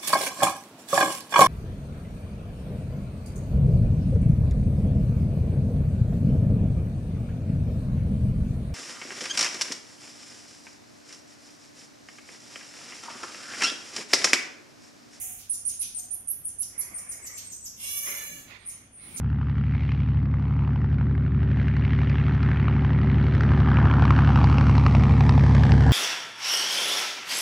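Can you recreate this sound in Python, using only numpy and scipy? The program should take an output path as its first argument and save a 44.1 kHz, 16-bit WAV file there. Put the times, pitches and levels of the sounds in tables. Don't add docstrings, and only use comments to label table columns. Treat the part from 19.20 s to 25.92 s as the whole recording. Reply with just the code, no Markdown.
import sys
import numpy as np
from scipy import signal
from scipy.fft import rfft, irfft
from scipy.io import wavfile
from scipy.ndimage import uniform_filter1d

SR = 44100
rng = np.random.default_rng(int(sys.argv[2]) if len(sys.argv) > 2 else 0)


def boost_factor(decibels):
    exponent = np.asarray(decibels, float) / 20
    return 10 ** exponent


def unload_audio(sound):
    columns = np.transpose(np.atleast_2d(sound))
    steps = np.round(np.clip(columns, -1, 1) * 32767)
    wavfile.write(sys.argv[1], SR, steps.astype(np.int16))


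N = 296352
TIME = np.arange(N) / SR
CYCLE_HZ = 11.9

# place of the boom in the cycle [0-1], place of the crack [0-1],
# boom in dB, stub resonance in Hz, its width in Hz, overtone in dB, crack in dB.
CYLINDERS = [
    (0.081, 0.111, -10.6, 95.0, 8.4, -13.9, -8),
    (0.218, 0.255, -23.5, 63.2, 15.6, 8.0, -3.5),
    (0.394, 0.431, -9.8, 90.3, 14.3, -13.9, -8),
    (0.562, 0.578, -17.7, 112.9, 31.9, 2.8, 0),
    (0.742, 0.771, -15.6, 100.9, 37.5, -21.3, -5),
    (0.908, 0.931, -14.7, 107.7, 33.2, 1.8, -5.5),
]
# time in seconds, peak in dB, ring in Hz, sharp edge in dB.
BACKFIRES = [(0.38, -33, 1620, -27), (0.719, -29, 1230, -8), (1.391, -27, 890, -26),
             (2.398, -27, 1890, -23), (2.482, -20, 2400, -21), (2.896, -20, 2410, -13),
             (3.229, -23, 1800, -7), (3.482, -13.5, 1170, -36.5), (3.648, -14, 1100, -32),
             (3.731, -22.5, 999, -24), (3.787, -19.5, 1870, -25), (4.149, -15.5, 1880, -19),
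             (4.208, -12, 1460, -11.5), (4.57, -9, 1530, -30), (4.712, -8, 1040, -28),
             (4.853, -13.5, 1110, -11), (4.906, -7, 1080, -16.5), (4.988, -13.5, 1280, -28.5),
             (5.158, -17, 744, -11), (5.214, -12, 935, -23), (5.242, -8, 905, -17),
             (5.298, -10.5, 982, -14.5), (5.383, -9.5, 1130, -12.5), (5.58, -12.5, 860, -10.5),
             (5.664, -4.5, 1270, -16), (5.749, -11.5, 746, -14), (6.007, -11.5, 874, -16),
             (6.093, -9.5, 1000, -3.5), (6.349, -13, 706, -14), (6.519, -9.5, 1540, -6)]


def level(x, db):
    return x * boost_factor(db) / np.sqrt(np.mean(x ** 2))


def ring(x, hz, width):
    return signal.lfilter(*signal.iirpeak(hz, hz / width, SR), x)


def band(x, hz, width):
    edges_hz = [hz - width / 2, hz + width / 2]
    return signal.sosfilt(signal.butter(3, edges_hz, "band", fs=SR, output="sos"), x)


def walk(rate):
    k = int(SR / rate)
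    held = np.repeat(rng.standard_normal(N // k + 1), k)
    return uniform_filter1d(uniform_filter1d(held, k), k)[:N]


def curves(table):
    s, *columns = np.transpose(table)
    return [np.interp(TIME, s, c) for c in columns]


def clicks(seconds, size, count):
    out = np.zeros(count)
    at = (seconds * SR).astype(int)
    inside = at < count
    np.add.at(out, at[inside], size[inside])
    return out


def meadow_air(noise):
    return level(band(noise, 3100.0, 2200.0), -81)


def hillside(x):
    # start in seconds, end in seconds, first cancelled Hz at the start,
    # the same at the end, echo strength [0-1].
    slopes = [
        (0, .8, 742, 1000, 0.2),
        (.4, 1.04, 1620, 2000, 0.38),
        (1.001, 1.7, 1590, 1770, 0.47),
        (1.75, 2.8, 780, 1370, 0.2),
        (4.4, 7.99, 2140, 750, .7),
    ]
    dull = signal.filtfilt(*signal.butter(2, 2800, fs=SR), x)
    out = x
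    for start, end, from_hz, to_hz, share in slopes:
        way = np.clip((TIME - start) / (end - start), 0, 1)
        delay = 1 / (from_hz + (to_hz - from_hz) * way)
        out = out - min(share, 0.9) * np.sin(np.pi * way) * np.interp(TIME - delay, TIME, dull)
    return out


def hum(cycles, order, start_s, loudest_s, db, rise_db, fall_db):
    before, after = np.maximum(loudest_s - TIME, 0), np.maximum(TIME - loudest_s, 0)
    gain = boost_factor(db - rise_db * before - fall_db * after + 2.4 * walk(14.0))
    fade_in = np.clip((TIME - start_s) / 0.12, 0, 1)
    return gain * fade_in * np.sin(2 * np.pi * order * cycles + 0.5 * walk(11.0))


def valve_gear(cycles):
    low = hum(cycles, 32, start_s=1.35, loudest_s=4.6, db=-37, rise_db=3.2, fall_db=14)
    high = hum(cycles, 39, start_s=5.6, loudest_s=6.5, db=-39, rise_db=3, fall_db=0)
    deep = hum(cycles, 26, start_s=3.2, loudest_s=5.2, db=-37, rise_db=5, fall_db=12)
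    return low + high + deep


def gas(source, bands, patchy_db, loss=0):
    spectrum = rfft(source)
    hz_axis = np.arange(N // 2 + 1) * SR / N + 1e-9
    out = 0
    for hz, db in bands:
        octaves = np.log2(hz_axis / hz)
        hump = np.cos(np.pi / 2 * np.clip(octaves / 0.48, -1, 1)) ** 2
        flicker = boost_factor(patchy_db * walk(6.0) - loss * np.log2(hz / 2000))
        out = out + level(irfft(spectrum * hump, N), db) * flicker
    return out


def exhaust_gas(jet_noise, growl_noise, puff, wash, near_db, bark_db, bright_db):
    # centre in Hz, level in dB.
    growl_bands = [(330, -7), (440, -12), (590, -10.5)]
    bark_bands = [(820, -12.5), (1150, -12), (1500, -12)]
    spit_bands = [(1950, -8.5), (2700, -12.5), (3700, -18), (5100, -23), (7000, -34), (9600, -44)]
    # time in seconds, loss in dB per octave.
    air_loss = [(.7, 6), (1.4, 4.5), (2.4, 6), (3.8, 6), (4.2, 3), (4.5, 3.5), (4.9, 0.5), (6.72, -6.5)]
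    far_db = -23
    growl_db = np.minimum(-31 + 2.5 * (near_db - far_db), -19)
    jet = jet_noise * (puff + wash)
    rough = growl_noise * (puff + boost_factor(4.0)) + 0.6 * jet
    growl = gas(rough, growl_bands, 0.4) * boost_factor(growl_db)
    bark = gas(jet, bark_bands, 0.95) * boost_factor(bark_db)
    spit = gas(jet, spit_bands, 1.1, curves(air_loss)[0]) * boost_factor(bark_db + bright_db)
    return growl, bark + spit


def pops(cycles, near_db, gas_db, bright_db):
    places, crack_db = np.array(CYLINDERS)[:, [1, -1]].T
    firings = (np.arange(int(cycles[-1]) + 1)[:, None] + places).ravel()
    s = np.interp(firings, cycles, TIME, left=-1, right=-1)
    chance = rng.standard_normal((len(s), 3))
    near, carried, bright = [np.interp(s, TIME, c) for c in (near_db, gas_db, bright_db)]
    db = 12 + np.resize(crack_db, len(s)) + near + 1.16 * carried + 0.25 * bright
    db = db - 5 * np.abs(chance[:, 0])
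    hz = 2150 * 2 ** (bright / 13.5 + 0.38 * np.tanh(chance[:, 1]))
    edge_db = -20 + 6.0 * chance[:, 2]
    gap_s = np.abs(s[:, None] - np.array(BACKFIRES)[:, 0]).min(axis=1)
    return np.transpose([s, db, hz, edge_db])[(s > 0) & (gap_s > 0.007)]


def backfires(cracks):
    out, t = np.zeros(N + 400), TIME[:400]
    chance = rng.standard_normal((len(cracks), 800))
    hiss = level(band(chance, 2100.0, 1400.0), -5.0)[:, 400:]
    sharp = level(band(chance, 3780.0, 2000.0), 0)[:, 400:]
    shape = (t / 0.0011) ** 2 * np.exp(2 - 2 * t / 0.001)
    for (s, db, hz, edge_db), body, edge in zip(cracks, hiss, sharp):
        tone = -np.cos(2 * np.pi * hz * (t - 0.001))
        at = int(max(s - 0.0001, 0) * SR)
        out[at:at + 400] += boost_factor(db - 8.0) * shape * (tone + body + boost_factor(edge_db) * edge)
    return out[:N]


def crank_turns():
    # start in seconds, engine cycles per second.
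    speed_steps = [(0, 11.88), (0.6, 11.83), (1.0, 11.919), (2.6, 12.025), (3.6, 11.945), (4.2, 11.904),
                   (5.4, 11.785), (5.6, 11.715), (6.0, 11.668)]
    since, speed = np.transpose(speed_steps)
    held = speed[np.searchsorted(since, TIME, "right") - 1]
    return 3.054 + np.cumsum(uniform_filter1d(held, SR // 10)) / SR


def engine(cycles):
    scatter_db, jitter_s, crack_scatter_db = 1.0, 0.000078, 2.6
    turns = np.arange(int(cycles[-1]) + 2)
    count = int(len(turns) / CYCLE_HZ * SR)
    chance = rng.standard_normal((len(turns), len(CYLINDERS), 3))
    boom, puff = 0, 0
    for j, (place, crack, boom_db, hz, width, over_db, crack_db) in enumerate(CYLINDERS):
        late = jitter_s * chance[:, j, 0]
        push_size = boost_factor(boom_db + scatter_db * chance[:, j, 1])
        push = clicks((turns + place) / CYCLE_HZ + late, push_size, count)
        overtone = boost_factor(over_db) * ring(push, 2.2266 * hz, 10.2)
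        shared_pipe = boost_factor(2.5) * ring(push, 256.45, 7.5)
        boom = boom + ring(push, hz, width) - overtone - shared_pipe
        crack_size = boost_factor(crack_db + crack_scatter_db * np.minimum(chance[:, j, 2], 1))
        puff = puff + clicks((turns + crack) / CYCLE_HZ + late, crack_size, count)
    w = 2 * np.pi * 55.3
    for _ in range(2):
        boom = signal.lfilter(*signal.bilinear([1, 0, 0], [1, w, w * w], SR), boom)
    boom = signal.sosfiltfilt(signal.butter(4, 420, fs=SR, output="sos"), boom)
    boom = boom + 0.77 * np.roll(boom, int(0.0017 * SR))
    t = TIME[:600]
    puff = signal.fftconvolve(puff, (1 - np.exp(-t / 0.00041)) * np.exp(-t / 0.0027))[:count]
    at = cycles / CYCLE_HZ * SR
    heard_boom, heard_puff = [np.interp(at, np.arange(count), x) for x in (boom, puff)]
    return level(heard_boom, 0), level(heard_puff, 0)


def sideways_beam(boom):
    missing = np.interp(TIME, (0, 4.5), (0.45, 0))
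    return boom - missing * signal.filtfilt(*signal.iirpeak(265, 2.5, SR), boom)


def microphones(low, high, apart, air, floor):
    off_centre = np.interp(TIME, (4.7, 5.7), (1, 0.15))
    side = boost_factor(-27.5) * off_centre * ring(low, 71.0, 39.0)
    side = side - boost_factor(-41.5) * ring(low, 260.0, 200.0) - boost_factor(-32.5) * ring(high, 4000.0, 6000.0)
    side = side + apart + air
    mid = low + high + floor
    return np.array([mid + side, mid - side])


def scene():
    # time in seconds, engine level in dB,
    # gas carried by the air in dB over the boom, brightness of the gas in dB.
    approach = [(0, -24, -21.5, -8), (.3, -23, -19, -4.5), (.7, -22.5, -21.5, 5.5), (1.1, -21.5, -22, -5.5),
                (1.4, -22, -16.5, -8), (1.6, -21.5, -19, -6.5), (2.1, -21, -21.5, -6),
                (2.4, -20.5, -18.5, 0.5), (3.0, -20, -16.5, 0), (3.4, -19.5, -14, -3.5),
                (3.8, -19, -17, -3), (4.15, -18, -16, -3.5), (4.6, -16.5, -10, -11),
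                (5.2, -15.5, -12, -8.5), (5.8, -15.7, -15.5, -7.5), (6.1, -15.5, -15.5, -10),
                (6.72, -14, -12.5, -13.5)]
    near_db, bark_db, bright_db = curves(approach)
    cycles = crank_turns()
    boom, puff = engine(cycles)
    noise = rng.standard_normal((4, N))
    wash = boost_factor(np.interp(TIME, (1.5, 6.0), (-5.5, -1.0)))

    growl, sharp_gas = exhaust_gas(noise[0], noise[1], puff, wash, near_db, bark_db, bright_db)
    small_cracks = backfires(pops(cycles, near_db, bark_db, bright_db))
    cracks = (backfires(BACKFIRES) + small_cracks) / boost_factor(near_db)
    high = (growl + hillside(sharp_gas + cracks)) * boost_factor(near_db) + valve_gear(cycles)

    rumble = level(band(noise[2], 144.3, 162.0), -12) + level(band(noise[2], 33.0, 18.0), -41.5)
    low = (sideways_beam(boom) + rumble) * boost_factor(near_db)

    apart = level(band(noise[3] * (puff + wash), 1500.0, 2900.0), -14.0) * boost_factor(3.15 * near_db)
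    return microphones(low, high, apart, meadow_air(noise[3]), level(noise[1], -85.0))


def roll_off(x):
    return signal.sosfilt(signal.butter(12, 15700, fs=SR, output="sos"), x)


def record(dry):
    return roll_off(dry)


dry = scene()
out = record(dry)
unload_audio(out)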